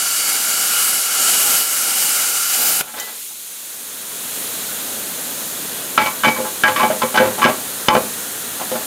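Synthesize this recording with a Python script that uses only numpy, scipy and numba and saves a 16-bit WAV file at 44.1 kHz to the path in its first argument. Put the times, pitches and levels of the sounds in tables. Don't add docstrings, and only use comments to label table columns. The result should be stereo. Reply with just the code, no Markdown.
import sys
import numpy as np
from scipy import signal
from scipy.fft import rfft, irfft
from scipy.io import wavfile
from scipy.ndimage import uniform_filter1d, map_coordinates
from numba import njit

SR = 44100
rng = np.random.default_rng(int(sys.argv[2]) if len(sys.argv) > 2 else 0)


def put_to_file(sound):
    columns = np.atleast_2d(sound).T
    safe = np.clip(columns, -1, 1)
    whole_steps = np.round(safe * 32767)
    wavfile.write(sys.argv[1], SR, whole_steps.astype(np.int16))


def invert_db(x):
    u = np.asarray(x, float) / 20
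    return 10 ** u


N = 390714
ARC_END_S = 2.812


def unit(x):
    return x / np.sqrt(np.mean(x ** 2))


def walk(rate):
    k = int(SR / rate)
    steps = np.repeat(rng.standard_normal(N // k + 1), k)
    return 0.8 * uniform_filter1d(uniform_filter1d(steps, k), k)[:N]


def on_log(table, hz):
    table_hz, value = np.transpose(table)
    return np.interp(np.log(np.maximum(hz, 1)), np.log(table_hz), value)


def bands(x, colour, edges_hz):
    hz = np.fft.rfftfreq(N, 1 / SR)
    spec = rfft(x) * invert_db(on_log(colour, hz))
    above = [np.clip(6 * np.log2(np.maximum(hz, 1) / e) + .5, 0, 1) for e in edges_hz]
    return [irfft(spec * (a - b), N) for a, b in zip(above, above[1:])]


def low_pass(x, order, hz):
    return signal.sosfilt(signal.butter(order, hz, fs=SR, output="sos"), x)


def spin(table, t):
    hz, db, t60 = np.array(table).T[:, :, None]
    return invert_db(db) * np.exp((2j * np.pi * hz - np.log(1000) / t60) * t)


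def turn(modes):
    return np.exp(2j * np.pi * rng.random(len(modes)))


def reflect(x, echoes, diffuse_db, drift):
    ir = np.diff(rng.standard_normal(801) * np.exp(-np.arange(801) / 200))
    out = x + invert_db(diffuse_db) * signal.fftconvolve(x, ir / np.linalg.norm(ir))[:N]
    for ms, gain in echoes:
        delay = ms / 1000 * SR * (1 + drift * walk(1.15))
        out = out + gain * map_coordinates(x, [np.arange(N) - delay], order=3)
    return out


def arc():
    # (time [s], sizzle level [dB], gap [0-1], a longer arc fizzes higher)
    arc_path = [(0, -22, 0.3), (.84, -19.5, 0.6), (1.09, -21.5, 0.16), (1.3, -17, 0.13),
                (1.58, -18.5, 0.93), (1.66, -22, .4), (2.12, -20.5, 0.54), (2.42, -21, 0), (2.66, -20, 1)]
    # (frequency [Hz], density [dB per Hz])
    arc_colour = [(29, -66), (50, -38.5), (289, -12.5), (721, -15.5), (775, -8.5), (1030, -11.5),
                  (1380, -0.5), (1800, -8.5), (2910, -5), (3610, -6), (7250, 0.5), (10600, -0.5),
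                  (13200, -3.5), (15600, -9.5)]
    # (frequency [Hz], width [Hz], boost [dB])
    housing = [(820, 91, -2), (1372, 112, 7), (2185, 61, 11), (2800, 460, 5.5), (4540, 200, 5),
               (4890, 80, 4), (5800, 150, 2), (6030, 68, -11), (7200, 360, 2), (8110, 140, 2),
               (8740, 300, 2.5), (9540, 250, -0.5), (10300, 230, 3.5), (11200, 250, 1.5), (12500, 360, 1)]
    spatter_per_s, spatter_db, spatter_spread_db = 350., -17, 2
    sag_from_s, sag_db_per_s = 2.705, -30
    flare_s, flare_half_s, flare_db = 2.64, 0.044, 4
    turn_db_per_s, tail_s = 1, 0.0061
    t = np.arange(N) / SR

    size_db = spatter_spread_db * np.minimum(rng.exponential(size=N), 3.)
    cracks = (rng.random(N) < spatter_per_s / SR) * np.sign(rng.standard_normal(N)) * invert_db(size_db)
    plasma = rng.standard_normal(N) * invert_db(walk(60.23))
    drive = plasma + invert_db(spatter_db) * unit(cracks)
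    rung = drive.copy()
    for hz, width, db in housing:
        b, a = signal.iirpeak(hz, hz / width, fs=SR)
        rung = rung + (invert_db(db) - 1) * invert_db(4.7 * walk(5.8)) * signal.lfilter(b, a, drive)

    times, sizzle_db, gap = np.transpose(arc_path)
    sizzle_db, gap = np.interp(t, times, sizzle_db), np.interp(t, times, gap)
    sizzle_db = sizzle_db + sag_db_per_s * np.maximum(t - sag_from_s, 0)
    fizz_db = -4 + 5 * gap
    ring_db = -4 + 1.5 * gap
    roar_db = -18 + 4.5 * gap + 2 * walk(11.7)

    parts = bands(rung, arc_colour, [20, 1000, 2500, 5500, 7500, 10500, 13000, 20000])
    boiling = [b * invert_db(0.21 * walk(2.76) + 0.67 * walk(14)) for b in parts]
    roar, ring_low, ring_high, hiss_low, hiss_high, fizz, top = boiling
    opening_db = turn_db_per_s * (np.minimum(t, ARC_END_S) - ARC_END_S / 2)
    top = top * invert_db(opening_db + flare_db * np.exp(-((t - flare_s) / flare_half_s) ** 2))
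    mix = unit(hiss_low + hiss_high) + unit(fizz + top) * invert_db(fizz_db)
    mix = mix + unit(ring_low + ring_high) * invert_db(ring_db) + unit(roar) * invert_db(roar_db)
    return mix * invert_db(sizzle_db) * np.exp(-np.maximum(t - ARC_END_S, 0) / tail_s)


def recovery():
    # (time [s], half length [s], hiss [dB], rustle [dB])
    handling = [
        (2.994, 0.056, 2.5, 13),
        (3.1, 0.086, 1.5, 9.5),
        (3.234, 0.077, 3, -2.5),
    ]
    air_db, held_db, creep_db, overshoot_db = -26, -7.5, 5, 1.5
    climb_from_s, climb_to_s, settled_s = 4.03, 4.36, 6.1
    lows_held_db, lows_from_s, lows_back_s = -9., 3.4, 4.46
    t = np.arange(N) / SR
    gain_db = np.interp(t, [ARC_END_S, climb_from_s, climb_to_s, settled_s],
                        [held_db, held_db + creep_db, overshoot_db, 0])
    lows_db = np.interp(t, [lows_from_s, lows_back_s], [lows_held_db, 0]) - gain_db.clip(0)
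    hiss_db, rustle_db = np.zeros(N), np.zeros(N)
    for s, half_s, hiss, rustle in handling:
        swell = np.exp(-((t - s) / half_s) ** 2)
        hiss_db += hiss * swell
        rustle_db += rustle * swell
    return air_db + gain_db + hiss_db, lows_db, rustle_db


def air():
    # (frequency [Hz], density [dB per Hz])
    air_colour = [(18, -56), (30, -25), (250, -0.5), (361, -5.5), (411, -2), (791, -5.5), (856, -7.5),
                  (1600, -4.5), (2380, -10), (3520, -6), (5070, -10), (6600, -5), (10800, -4.5),
                  (14500, -5.5), (15600, -15)]
    level_db, lows_db, rustle_db = recovery()
    edges_hz = [10, 150, 400, 900, 2000, 3500, 5500, 8000, 11000, 20000]
    parts = bands(rng.standard_normal(N), air_colour, edges_hz)
    lowness = [1.8, 1.32, 1.0, 0.96, 0.25, 0.11, 0.038, 0, 0]
    rustling = [0, 0.37, 1, 0.79, 0.3, 0.37, 0, 0, 0.12]
    mix = np.zeros(N)
    for b, low, rustle in zip(parts, lowness, rustling):
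        flicker_db = (.5 + 0.7 * low) * walk(6)
        mix += b * invert_db(low * lows_db + rustle * rustle_db + flicker_db)
    return mix / np.std(sum(parts)) * invert_db(level_db)


def contacts():
    # (time [s], peak level [dB], choked after [s])
    torch = [
        (2.807, -7.5, 0.0067),
        (2.869, -21.5, 0.12),
        (2.935, -19, .06),
        (2.973, -17, 0.046),
        (3.069, -22, 0.036),
        (3.3, -26, 0.023),
    ]
    # (time [s], peak level [dB], first face [Hz], second face [Hz], choked after [s])
    blows = [(2.808, -9, 2500, 1200, 0.0068), (5.977, -3, 913, 2360, 0.085),
             (6.059, -7.5, 1040, 2280, 0.035), (6.235, -5, 1430, 1110, 0.12), (6.245, -5, 827, 2280, 0.028),
             (6.268, -8.5, 250, 1320, 0.024), (6.279, -4.5, 790, 2230, 0.02), (6.636, -3, 1610, 902, 0.067),
             (6.678, -6.5, 916, 1640, 0.089), (6.76, -7.5, 1150, 2300, 0.13), (6.83, -16, 2300, 4400, .03),
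             (7.03, -12.5, 2330, 4500, .02), (7.049, -17, 1030, 2290, .045), (7.142, -8.5, 785, 1730, 0.13),
             (7.157, -7, 734, 4400, 0.051), (7.173, -4, 1530, 776, 0.053),
             (7.175, -10.5, 2930, 4600, 0.022), (7.415, -4.5, 1115, 1410, 0.11),
             (7.45, -2, 536, 1630, 0.017), (7.47, -8, 382, 900, .04), (7.884, -1, 894, 1960, 0.028),
             (7.885, -4.5, 4980, 1790, 0.013), (7.905, -4, 1030, 624, 0.11),
             (7.965, -4.5, 516, 1190, 0.017)]
    # (time [s], peak level [dB], face [Hz], choked after [s])
    bumps = [(5.977, -3, 1320, 0.017), (5.981, -6, 2300, 0.11), (6.252, -7.5, 2285, .14),
             (6.359, -15, 1060, 0.066), (6.383, -13, 515, 0.2), (6.447, -16, 940, .05),
             (6.795, -6.5, 1070, 0.13), (6.829, -5, 767, 0.047), (6.9, -8.5, 624, 0.076),
             (7.018, -6.5, 1070, 0.027), (7.033, -7.5, 517, 0.034), (7.199, -5.5, 533, 0.07),
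             (7.225, -8.5, 517, 0.23), (7.38, -11, 770, 0.2), (7.439, -3.5, 1620, .04),
             (7.459, -5, 1060, 0.023), (7.489, -7, 624, 0.032), (7.95, -3.5, 800, 0.015),
             (8.009, -31, 886, 0.039), (8.595, -17.5, 796, 0.061), (8.613, -11.5, 740, 0.033),
             (8.714, -12.5, 522, 0.056), (8.749, -12, 657, 0.034)]
    return ([(s, db, 740, 1420, 0, choke) for s, db, choke in torch]
            + [(s, db, one, two, -11.5, choke) for s, db, one, two, choke in blows]
            + [(s, db, hz, 1.7 * hz, -30.5, choke) for s, db, hz, choke in bumps])


def near_spot(hz, spot_hz):
    octaves = np.log2(hz / spot_hz)
    return 1 / (1 + (octaves / .05) ** 2) + invert_db(-9) / (1 + (octaves / .6) ** 2)


def steel_ring(hz, rings, t, low_hz, high_hz, high_db, choke):
    share = near_spot(hz, low_hz) + invert_db(high_db + 0.5) * near_spot(hz, high_hz)
    held = np.exp(-(t / choke) ** 2.5) + invert_db(-59)
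    chatter_db = 2.2 * np.interp(t, np.arange(128) * .004, rng.standard_normal(128))
    return ((share * turn(hz)) @ rings).imag * held * invert_db(chatter_db)


def grit_rattle(t, db, low_hz, high_hz, high_db, choke):
    grit = rng.standard_normal(len(t)) * invert_db(4. * rng.standard_normal(len(t) // 64)).repeat(64)
    grit = grit * (np.exp(-t / (0.4 * choke)) + 0.18 * np.exp(-t / 0.021))

    def band(hz):
        sos = signal.butter(1, [hz / 1.7, hz * 1.7], "band", fs=SR, output="sos")
        return signal.sosfilt(sos, grit) / np.sqrt(hz)

    rattle = low_pass(band(low_hz) + invert_db(high_db + 12.5) * band(high_hz), 2, 4200.)
    return rattle + invert_db(high_db + 0.27 * db - 5.0) * band(4900) * np.exp(-t / 0.003)


def chassis_boom(booms, t):
    shares = invert_db(1.7 * rng.standard_normal(len(booms))) * turn(booms)
    boom = (shares @ booms).imag * (1 - np.exp(-t / 0.037))
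    return boom * invert_db(3.4 * np.interp(t, np.arange(64) * 0.016, rng.standard_normal(64)))


def knocks():
    # (frequency [Hz], level [dB], t60 [s])
    steel = [(231.5, 17.5, 0.17), (387, 7.5, 0.067), (517, -4, 0.36), (624, 4, 0.067), (734, 3, 0.054),
             (851, 0.5, 0.32), (877, -20, .5), (1030, -3, 0.12), (1054, -8, 0.38), (1128.5, -1.5, 0.2),
             (1152, -2.5, 0.45), (1332, 3, 0.14), (1522, -1, 0.15), (1635, -0.5, 0.32), (1943, -8, 0.25),
             (2060, -5.5, 0.35), (2281, 1.5, 0.71), (2446, 0.5, .18), (2700, -17, .2), (2953, 8, 0.12),
             (3044, 11, 0.12), (3540, 12.5, 0.047), (3820, -22, .2), (5100, 0, .1), (6260, 10, .08),
             (7150, -1, .1)]
    # (frequency [Hz], level [dB], t60 [s])
    frame = [(72, -13, .25), (110, -8.5, 0.21), (154.3, -10, 0.2), (206.4, -3.5, 0.48), (229, -15, 0.2),
             (288, 5.5, 0.14), (333.6, 1, 0.2), (415.4, -6.5, 0.23), (516.6, -1, 0.32), (604, 2, 0.088)]
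    # (frequency [Hz], level [dB], t60 [s])
    axle_tube = [(876, -31, 0.75), (2470, -38, 0.58)]
    seated_s, loose_tube_db = 6.6, -10
    size = 2 ** 15
    out, t = np.zeros(N + size), np.arange(size) / SR
    hz = np.array(steel)[:, 0]
    rings, booms, tubes = spin(steel, t), spin(frame, t), spin(axle_tube, t)
    touches = contacts()
    for s, db, low_hz, high_hz, high_db, choke in touches:
        choke = max(choke, .004)
        ring = steel_ring(hz, rings, t, low_hz, high_hz, high_db, choke)
        rattle = grit_rattle(t, db, low_hz, high_hz, high_db, choke)
        boom = invert_db(-22.0) * chassis_boom(booms, t) * choke / 0.082
        tube = (turn(tubes) @ tubes).imag / (1 + (np.log2(low_hz / axle_tube[0][0]) / 0.56) ** 2)
        tube = tube * invert_db(loose_tube_db * (s < seated_s))
        mix = ring / np.abs(ring).max() + invert_db(-4) * rattle / np.abs(rattle).max()
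        rise_s = 0.00032 * invert_db(-1.3 * db)
        rise_s = rise_s + .002 * any(.02 < s - other[0] < .04 for other in touches)
        level_db = db + 1.2 * max(db + 7.5, 0)
        i = int(s * SR)
        out[i:i + size] += invert_db(level_db) * (mix + boom + tube) * (1 - np.exp(-t / rise_s))
    return out[:N]


def clink():
    # (frequency [Hz], level [dB], t60 [s])
    nozzle = [(1994, -4, 0.41), (3080, -2, 0.18), (4400, -6, .03), (5720, 2, 0.045), (6330, 5, .04),
              (7250, 4, .08)]
    size, start = 2 ** 15, int(2.999 * SR)
    out, t = np.zeros(N), np.arange(size) / SR
    ring = (turn(nozzle) @ spin(nozzle, t)).imag
    scrape = 1.3 * np.diff(rng.standard_normal(size + 1)) * np.exp(-t / .008)
    out[start:start + size] = invert_db(-27) * (ring + scrape)
    return out


def shop(x):
    t60_s, wet_db, dull_hz = 0.32, -15.5, 900
    tail = rng.standard_normal((2, SR)) * np.exp(-np.log(1000) * np.arange(SR) / SR / t60_s)
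    tail = low_pass(tail, 1, dull_hz)
    return invert_db(wet_db) * signal.fftconvolve(x[None], tail / np.linalg.norm(tail[0]))[:, :N]


def breeze():
    middle_s, half_s, level_db, top_hz = 6.8, 0.64, -51, 110
    t = np.arange(N) / SR
    rumble = low_pass(rng.standard_normal(N), 4, top_hz)
    return unit(rumble) * invert_db(level_db + 4. * walk(6)) * np.exp(-((t - middle_s) / half_s) ** 2)


def scene():
    # (delay [ms], gain [ratio])
    arc_echoes = [(.88, -.1), (1.33, .12), (1.68, .12), (2.25, -.18), (3.2, -.16)]
    air_echoes = [(.73, 0.068), (1.2, 0.017), (2.1, 0.041), (3.15, 0.02), (3.6, 0.028), (4.7, 0.015)]
    # (frequency [Hz], level [dB])
    near_side = [(30, -12), (140, -12), (300, -0.5), (700, -4), (1800, -13), (4000, -20), (9500, -18),
                 (15000, -22)]
    knock_side = [(30, -35), (300, -34), (700, -28), (1200, -23), (3000, -17.5), (15000, -21)]
    air_side = [(30, -18), (120, -22), (250, -23.5), (900, -23.5), (1500, -36), (5000, -16.5), (8000, -16),
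                (15000, -16.5)]
    weld = reflect(arc(), arc_echoes, -12, .03)
    far = reflect(air(), air_echoes, -7.0, 0.0077)
    hits = knocks() + clink()
    wet_mid, wet_side = shop(hits)
    near = weld + hits + wet_mid

    echo = rng.standard_normal(8192) * np.exp(-np.arange(8192) / SR / .01)
    echo = echo / np.linalg.norm(echo)

    def scatter(x, colour):
        return bands(signal.fftconvolve(x, echo)[:N], colour, [5, 21000])[0]

    side = scatter(weld, near_side) + scatter(hits, knock_side) + scatter(far, air_side)
    side = side + invert_db(-36) * wet_side + breeze()
    return (near + far) * invert_db([[.12], [-.12]]) + side * np.array([[1], [-1]])


@njit
def follow(x, attack, release):
    e, out = 0., np.empty(len(x))
    for i in range(len(x)):
        e += (x[i] - e) * (attack if x[i] > e else release)
        out[i] = e
    return out


def top_cut(x):
    return signal.sosfilt(signal.butter(12, 15790, fs=SR, output="sos"), x)


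def record(dry):
    attack_s, release_s, threshold_db = .0007, .035, -4
    peak = follow(np.abs(dry).max(axis=0), 1 / (attack_s * SR), 1 / (release_s * SR))
    held = dry * np.minimum(invert_db(threshold_db) / (peak + 1e-9), 1) ** 1.1
    held = np.clip(held, -.92, .92)
    held = signal.sosfilt(signal.butter(3, 45., "high", fs=SR, output="sos"), held)
    held = signal.sosfilt(signal.ellip(8, .2, 70, 15750, fs=SR, output="sos"), held)
    return top_cut(held)


dry = scene()
out = record(dry)
put_to_file(out)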